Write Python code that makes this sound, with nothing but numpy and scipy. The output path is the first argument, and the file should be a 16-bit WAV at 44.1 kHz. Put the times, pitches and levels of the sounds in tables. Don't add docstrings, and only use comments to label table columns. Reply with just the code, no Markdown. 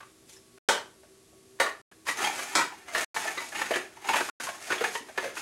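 import sys
import numpy as np
from scipy import signal
from scipy.fft import rfft, irfft
from scipy.io import wavfile
from scipy.ndimage import uniform_filter1d

SR = 44100
rng = np.random.default_rng(int(sys.argv[2]) if len(sys.argv) > 2 else 0)


def volts_from_decibels(level):
    exponent = np.asarray(level, float) / 20
    return 10 ** exponent


def bounce(signal):
    frames = np.transpose(np.atleast_2d(signal))
    limited = np.clip(frames, -1, 1)
    pcm = np.round(limited * 32767).astype(np.int16)
    wavfile.write(sys.argv[1], SR, pcm)


N = 238845

# (frequency [Hz], level [dB])
AIR_SPECTRUM = [(30, -24), (200, -11), (500, -15.5), (800, -24.5), (3000, -23), (8000, -21.5), (11800, -24),
                (15800, -43)]
# (frequency [Hz], level [dB])
RUMBLE_SPECTRUM = [(30, -18), (62, -1), (130, 2.5), (220, -22)]
# (frequency [Hz], width [Hz], level [dB])
FRIDGE_LINES = [(246.5, 4.6, -76), (322.7, 4, -68.5), (383.4, 4.7, -63), (635, 22, -77.5), (1120, 6, -78.5)]
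# (frequency [Hz], time to fall 60 dB [s])
KITCHEN_DECAY = [(150, 0.41), (500, 0.32), (1500, 0.31), (4000, 0.3), (12000, 0.27)]

# (middle [s], length [s], speed level [dB], hand pressure [dB], cup hollow [Hz])
GLIDES = [(.06, .12, -67, 8, 1190), (0.328, 0.15, -50, -29, 890), (2.099, .1, -36, 1.5, 980),
          (2.403, 0.28, -40.5, 5.5, 790), (2.51, 0.17, -45, 2, 855), (2.912, 0.13, -57.5, 16.5, 700),
          (2.997, 0.17, -36, 6.5, 624), (3.193, .18, -36, 3.5, 893), (3.403, 0.17, -45, 8, 890),
          (3.502, .16, -44.5, -7, 780), (4.263, 0.15, -39, -14, 910), (4.431, 0.23, -38.5, 0, 795),
          (4.547, 0.2, -48.5, 2, 850), (4.664, 0.18, -43.5, 0.5, 700), (4.951, 0.12, -38, -9, 990),
          (5.394, 0.13, -40, 2, 860)]
# (middle [s], length [s], speed level [dB], hand pressure [dB], cup hollow [Hz])
DRAGS = [(2.25, .22, -38, 9.5, 806), (2.601, 0.19, -44.5, 16.5, 934), (2.791, 0.43, -62.5, 11, 810),
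         (3.291, 0.2, -45, 11.5, 826), (3.613, 0.23, -44, 12, 833), (3.758, 0.19, -46, 12.5, 767),
         (3.866, 0.17, -64.5, 15.5, 703), (3.994, 0.22, -61.5, 9.5, 880), (4.047, .1, -56.5, 12, 920),
         (4.152, .24, -43, 17, 896), (4.747, 0.2, -49, 15.5, 705), (4.86, 0.16, -45, 12.5, 758),
         (5.11, .18, -54.5, 1.5, 660), (5.248, 0.25, -53, 15, 680)]
# (frequency [Hz], level [dB])
SCRAPE_SPECTRUM = [(1470, -16), (2500, -11.5), (4290, -11.5), (6660, -9), (10100, -14), (11600, -15.5),
                   (12500, -16.5), (15800, -26)]
# (frequency [Hz], width [Hz], level [dB])
WALL_MODES = [(1790, 50, 5.5), (1410, 160, -10), (2170, 87, 5.5), (2480, 61, -0.5), (3000, 59, -22),
              (3750, 100, -24.5), (4730, 84, -8), (6480, 100, 1.5), (7200, 990, -34)]

# (time [s], peak [dB], air ring [Hz], wall ring [Hz])
CATCHES = [(0.004, -38, 1180, 1560), (0.026, -39.5, 1110, 1210), (0.363, -49.5, 393, 1750),
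           (0.748, -25.5, 940, 3020), (0.776, -27, 940, 1520), (1.588, -45, 1100, 1790),
           (1.689, -27.5, 1048, 1790), (2.203, -24, 920, 1350), (2.238, -19.5, 890, 2050),
           (2.39, -27.5, 1190, 1660), (3.588, -27, 900, 2020), (3.615, -16.5, 880, 1765),
           (3.757, -16, 346, 1710), (4.158, -17, 638, 1660), (4.205, -19.5, 640, 1570),
           (4.287, -25.5, 1110, 1410), (4.759, -31.5, 700, 1690), (4.839, -15.5, 820, 1680),
           (4.951, -22, 970, 1860), (5.366, -29.5, 1070, 1400)]
# (time [s], peak [dB], air ring [Hz], wall ring [Hz])
ROCKS = [(0.574, -48.5, 372, 1430), (1.03, -54, 635, 1535), (1.659, -29.5, 1155, 1450),
         (2.269, -25, 828, 2300), (2.58, -23.5, 974, 1310), (2.717, -41.5, 850, 1790),
         (3.707, -22, 645, 1770), (3.968, -44.5, 896, 1840), (4.043, -34.5, 870, 2170),
         (4.086, -19.5, 900, 1440), (4.134, -19, 962, 1710), (4.467, -31, 1080, 1400),
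         (4.806, -24.5, 460, 1400), (5.084, -40.5, 635, 1570), (5.222, -34, 610, 1850),
         (5.239, -27.5, 522, 1550)]
# (time [s], peak [dB], air ring [Hz], wall ring [Hz])
CLACKS = [(1.914, -45.5, 405, 1670), (2.066, -28.5, 1090, 1830), (2.085, -16.5, 1140, 1920),
          (2.189, -28, 1100, 1930), (2.609, -19, 1120, 1470), (2.881, -37.5, 624, 2030),
          (2.988, -26, 597, 1760), (3.019, -27.5, 627, 1800), (3.162, -17.5, 875, 1790),
          (3.221, -29, 1010, 1790), (3.275, -22.5, 690, 1790), (3.373, -23, 1200, 1990),
          (3.521, -30, 630, 1680), (3.549, -30.5, 635, 2020), (3.737, -19.5, 370, 1770),
          (4.399, -26.5, 826, 1480), (4.486, -26, 1080, 1590), (4.702, -18, 355, 1470),
          (4.719, -16, 406, 1800), (5.175, -16.5, 990, 1736)]
# (time [s], peak [dB], ring [Hz])
FLEXES = [(.012, -43, 2600), (.362, -40, 5250), (2.0749, -21.5, 2520), (2.2435, -14, 3250),
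          (2.38, -27, 3100), (2.5571, -26, 3750), (3.3775, -22.5, 3800), (3.5527, -22, 2620),
          (3.709, -32, 2930), (3.7335, -17, 3100), (3.7538, -32.5, 3100), (4.086, -12, 2630),
          (4.1315, -19.5, 3060), (4.1584, -21, 2800), (4.2092, -33.5, 2740), (4.4901, -29, 2360),
          (4.712, -20, 2430), (4.7792, -25, 3370), (4.8431, -18, 2430), (4.9487, -23.5, 2980),
          (5.3688, -24.5, 2590)]
# (frequency [Hz], level [dB])
RATTLE_SPECTRUM = [(88, -40.5), (150, -14.5), (382, -6), (1180, 2.5), (1710, -7), (3960, -11.5),
                   (7250, -37.5), (15800, -65)]

# (time [s], peak [dB], rim slap re peak [dB], floor thump re peak [dB], chatter length [s])
KNOCKS = [
    (0.686, -5.5, -11.5, -46, 0.0059),
    (1.599, -6, -17, -50.5, 0.0096),
    (2.552, -6.5, -8, -45, 0.0047),
    (2.947, -12, -30, -42.5, 0.0093),
]
# (frequency [Hz], width beyond 70 Hz [Hz], level [dB])
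CUP_RINGS = [
    [(567, 31, -2), (927, 26, 1.5), (1524, 18, 2.5), (1770, 27, -4.5), (1990, 34, -14), (2340, 50, -8.5),
     (2980, 140, -4.5), (3700, 40, -34.5)],
    [(622, 36, 2), (1080, 48, 0.5), (1400, 20, 1), (1790, 11, 5), (2070, 65, -32), (2600, 15, -24),
     (2850, 35, -17), (3680, 35, -12)],
    [(330, 53, -11), (974, 36, 0.5), (1310, 24, -6), (1470, 34, -6.5), (1990, 57, -9), (2246, 24, -15),
     (3750, 99, -8.5), (4240, 36, -17)],
    [(383, 39, -15), (630, 21, -3), (1790, 3.5, 7.5), (1970, 44, -23), (2300, 23, -27.5), (2620, 30, -15.5),
     (2800, 30, -9), (3600, 53, -14.5)],
]
# (frequency [Hz], level [dB])
SLAP_SPECTRUM = [(88, -82), (150, -40.5), (522, -4.5), (1380, -1.5), (1600, -9.5), (2080, -4), (8310, -4.5),
                 (15800, -54.5)]
# (time [s], peak [dB], note [Hz])
THUDS = [(1.03, -46.5, 635), (1.323, -55.5, 635), (2.2, -38, 392), (2.29, -26, 818), (2.355, -46, 357),
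         (3.25, -29.5, 705), (3.372, -37, 360), (3.705, -24.5, 385), (3.41, -38, 620), (3.865, -60, 370),
         (4.207, -27, 355), (4.485, -32.5, 632), (4.675, -41, 690), (4.7, -31.5, 356), (4.952, -33, 425),
         (5.005, -42.5, 302), (5.175, -27, 395), (5.27, -38, 510)]
# (start [s], end [s])
DROPOUTS = [(.5848, .6872), (1.816, 1.9142), (3.046, 3.1448), (4.2995, 4.3998)]


def evened(x):
    return x / np.sqrt(np.mean(x ** 2) + 1e-20)


def read(points, hz):
    f, value = np.transpose(points)
    return np.interp(np.log(hz + 1), np.log(f + 1), value)


def coloured(x, points):
    gain = volts_from_decibels(read(points, np.fft.rfftfreq(len(x), 1 / SR)))
    return irfft(rfft(x) * gain, len(x))


def resonate(x, hz, width):
    turn = np.exp(2j * np.pi * np.cumsum(hz * np.ones(len(x))) / SR)
    r = np.exp(-np.pi * width / SR)
    return 2 * (turn * signal.lfilter([1 - r], [1, -r], x / turn + 1e-18)).real


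def wall(x, squeeze=1):
    return evened(sum(volts_from_decibels(db) * evened(resonate(x, hz * squeeze, width)) for hz, width, db in WALL_MODES))


def swell(noise, swell_s):
    u = np.arange(noise.shape[1]) / SR / np.clip(swell_s, .001, .02)
    return noise[0] * volts_from_decibels(3 * abs(noise[1])) * u ** 0.85 * np.exp(-1.3 * u)


def flattened(x):
    z = rfft(x)
    power = uniform_filter1d(abs(z) ** 2, size=11)
    return irfft(z / np.sqrt(power)) * np.linspace(1, 0, x.shape[-1]) ** 4


def strike(start_s, db, drive, parts):
    out = np.zeros(N + len(drive))
    out[round(start_s * SR):][:len(drive)] = sum(volts_from_decibels(db + d) * p / abs(p).max() for d, p in parts)
    return out[:N]


def bursts(rows):
    return zip(rows, rng.standard_normal((len(rows), 2, 4096)))


def background():
    noise = rng.standard_normal((3, N))
    air = volts_from_decibels(-62) * evened(coloured(noise[0], AIR_SPECTRUM))
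    fridge = sum(volts_from_decibels(db) * evened(resonate(noise[1], hz, width)) for hz, width, db in FRIDGE_LINES)
    return air + fridge + volts_from_decibels(-69) * evened(coloured(noise[2], RUMBLE_SPECTRUM))


def slides():
    out, size = np.zeros(N + SR), SR // 2
    rows = [(*row, -19.5) for row in GLIDES] + [(*row, -13.5) for row in DRAGS]
    for middle, length, db, press_db, hollow_hz, boards_db in rows:
        grain, noise = rng.standard_normal((2, size))
        big, chance = rng.exponential(1, size), rng.random(size)
        u = np.arange(min(round(length * SR), size)) / SR / length
        fingers = uniform_filter1d(uniform_filter1d(grain[::-1], size=1500), size=1500)
        fingers = evened(fingers)[:len(u)]
        hz = hollow_hz * (1 + 0.055 * (.5 - u) + 0.058 * fingers)
        bumps = volts_from_decibels(2.4 * evened(uniform_filter1d(grain, 600)))
        catches = volts_from_decibels(2.4 * big.clip(max=4)) * (chance < .08)
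        slips = (bumps * (.5 + catches) * noise)[:len(u)]
        hollow = 0.42 * evened(resonate(slips, hz, 100))
        shell = 0.43 * wall(slips, (hz / 850) ** 0.16 + .025 * fingers[::-1])
        body = hollow + shell + .5 * evened(resonate(slips, 1390, 760))
        boards = evened(resonate(resonate(slips, 367, 320), 367, 320))
        hiss = volts_from_decibels(-4.5) * evened(coloured(slips, SCRAPE_SPECTRUM))
        pressed = volts_from_decibels(press_db - 5.5) * (evened(body) + volts_from_decibels(boards_db) * boards)
        arch = abs(np.sin(np.pi * u ** 0.85)) ** 1.83
        out[round((middle - length / 2) * SR):][:len(u)] += arch * volts_from_decibels(db) * (pressed + hiss)
    return out[:N]


def kitchen(x):
    out, at = 0, np.arange(80, SR // 2 - 20, 10)
    turn = np.pi * np.arange(N) / SR / .13
    for k in range(3):
        taps = np.zeros(SR // 2)
        taps[at + rng.integers(0, 10, len(at))] = rng.choice([-1., 1.], len(at))
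        hz, t, z = signal.stft(taps, SR, nperseg=256)
        decay = volts_from_decibels(-60 * t / read(KITCHEN_DECAY, hz)[:, None])
        tail = signal.istft(z * decay, SR, nperseg=256)[1]
        echo = signal.fftconvolve(x, tail / np.linalg.norm(tail))[:N]
        out = out + np.cos(turn + k * np.pi / 3) * echo
    return out


def jolts():
    out = 0
    kinds = [(ROCKS, 2.4, 0.012), (CATCHES, -9.5, 0.0064), (CLACKS, -16.5, 0.0099)]
    for rows, air_db, swell_s in kinds:
        for (s, db, air_hz, wall_hz), noise in bursts(rows):
            rattle = flattened(swell(noise, swell_s))
            out = out + strike(s, db, rattle, [
                (air_db, resonate(rattle, air_hz, 89)),
                (-6, resonate(rattle, wall_hz, 87)),
                (-14, wall(rattle, 1 + 0.049 * noise[1, 0])),
                (-7, coloured(rattle, RATTLE_SPECTRUM))])
    for (s, db, hz), noise in bursts(FLEXES):
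        out = out + strike(s, db, noise[0], [(-9, resonate(swell(noise, .007), hz, 140))])
    return out


def knocks():
    out, thumps, t = 0, 0, np.arange(4096) / SR
    for ((s, db, slap_db, thump_db, length), noise), rings in zip(bursts(KNOCKS), CUP_RINGS):
        chatter = flattened(noise * (1 - np.exp(-t / 0.0027)) * np.exp(-t / length))
        cup = sum(volts_from_decibels(d) * evened(resonate(chatter[0], hz, width + 70)) for hz, width, d in rings)
        slap = coloured(chatter[1] * np.exp(-t / 0.038), SLAP_SPECTRUM)
        hollow = resonate(resonate(chatter[1], 990, 880), 990, 880)
        out = out + strike(s, db, t, [(-4, cup), (slap_db, slap), (-14, hollow)])
        thump = np.sin(2 * np.pi * 35 * t) * np.exp(-t / 0.024)
        thumps = thumps + strike(s, db, t, [(thump_db, thump)])
    return out, thumps


def thuds():
    out = 0
    for (s, db, hz), noise in bursts(THUDS):
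        push = flattened(swell(noise, 0.0057))
        out = out + strike(s, db, push, [(0, resonate(resonate(push, hz, 66), hz, 300))])
    return out


def scene():
    rub, bumps = slides(), jolts() + thuds()
    hits, thumps = knocks()
    echo = kitchen(volts_from_decibels(1.5) * hits + volts_from_decibels(-7) * bumps + volts_from_decibels(-4) * rub)
    no_bass = signal.butter(2, 230, "high", fs=SR, output="sos")
    cups = signal.sosfilt(no_bass, hits + bumps + rub + echo)
    shake = uniform_filter1d(abs(bumps + rub), 900) * evened(coloured(rng.standard_normal(N), RUMBLE_SPECTRUM))
    return (cups + thumps + volts_from_decibels(-29.5) * shake + background())[None]


def low_pass(x):
    return signal.sosfilt(signal.butter(12, 16500, fs=SR, output="sos"), x)


def record(dry):
    hz = np.fft.rfftfreq(N, 1 / SR)
    response = np.where(hz > 11840, volts_from_decibels(-7.5), 1) * (hz < 15800)
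    x = irfft(rfft(0.47 * np.tanh(dry / 0.44)) * response, N)
    t, gate = np.arange(N) / SR, np.ones(N)
    for start, end in DROPOUTS:
        trail = volts_from_decibels(-30 - 2200 * (t - start).clip(0)) * (t < start + .035)
        gate = np.where((t > start) & (t < end), trail, gate)
    return low_pass(x * uniform_filter1d(gate, 40))


dry = scene()
out = record(dry)
bounce(out)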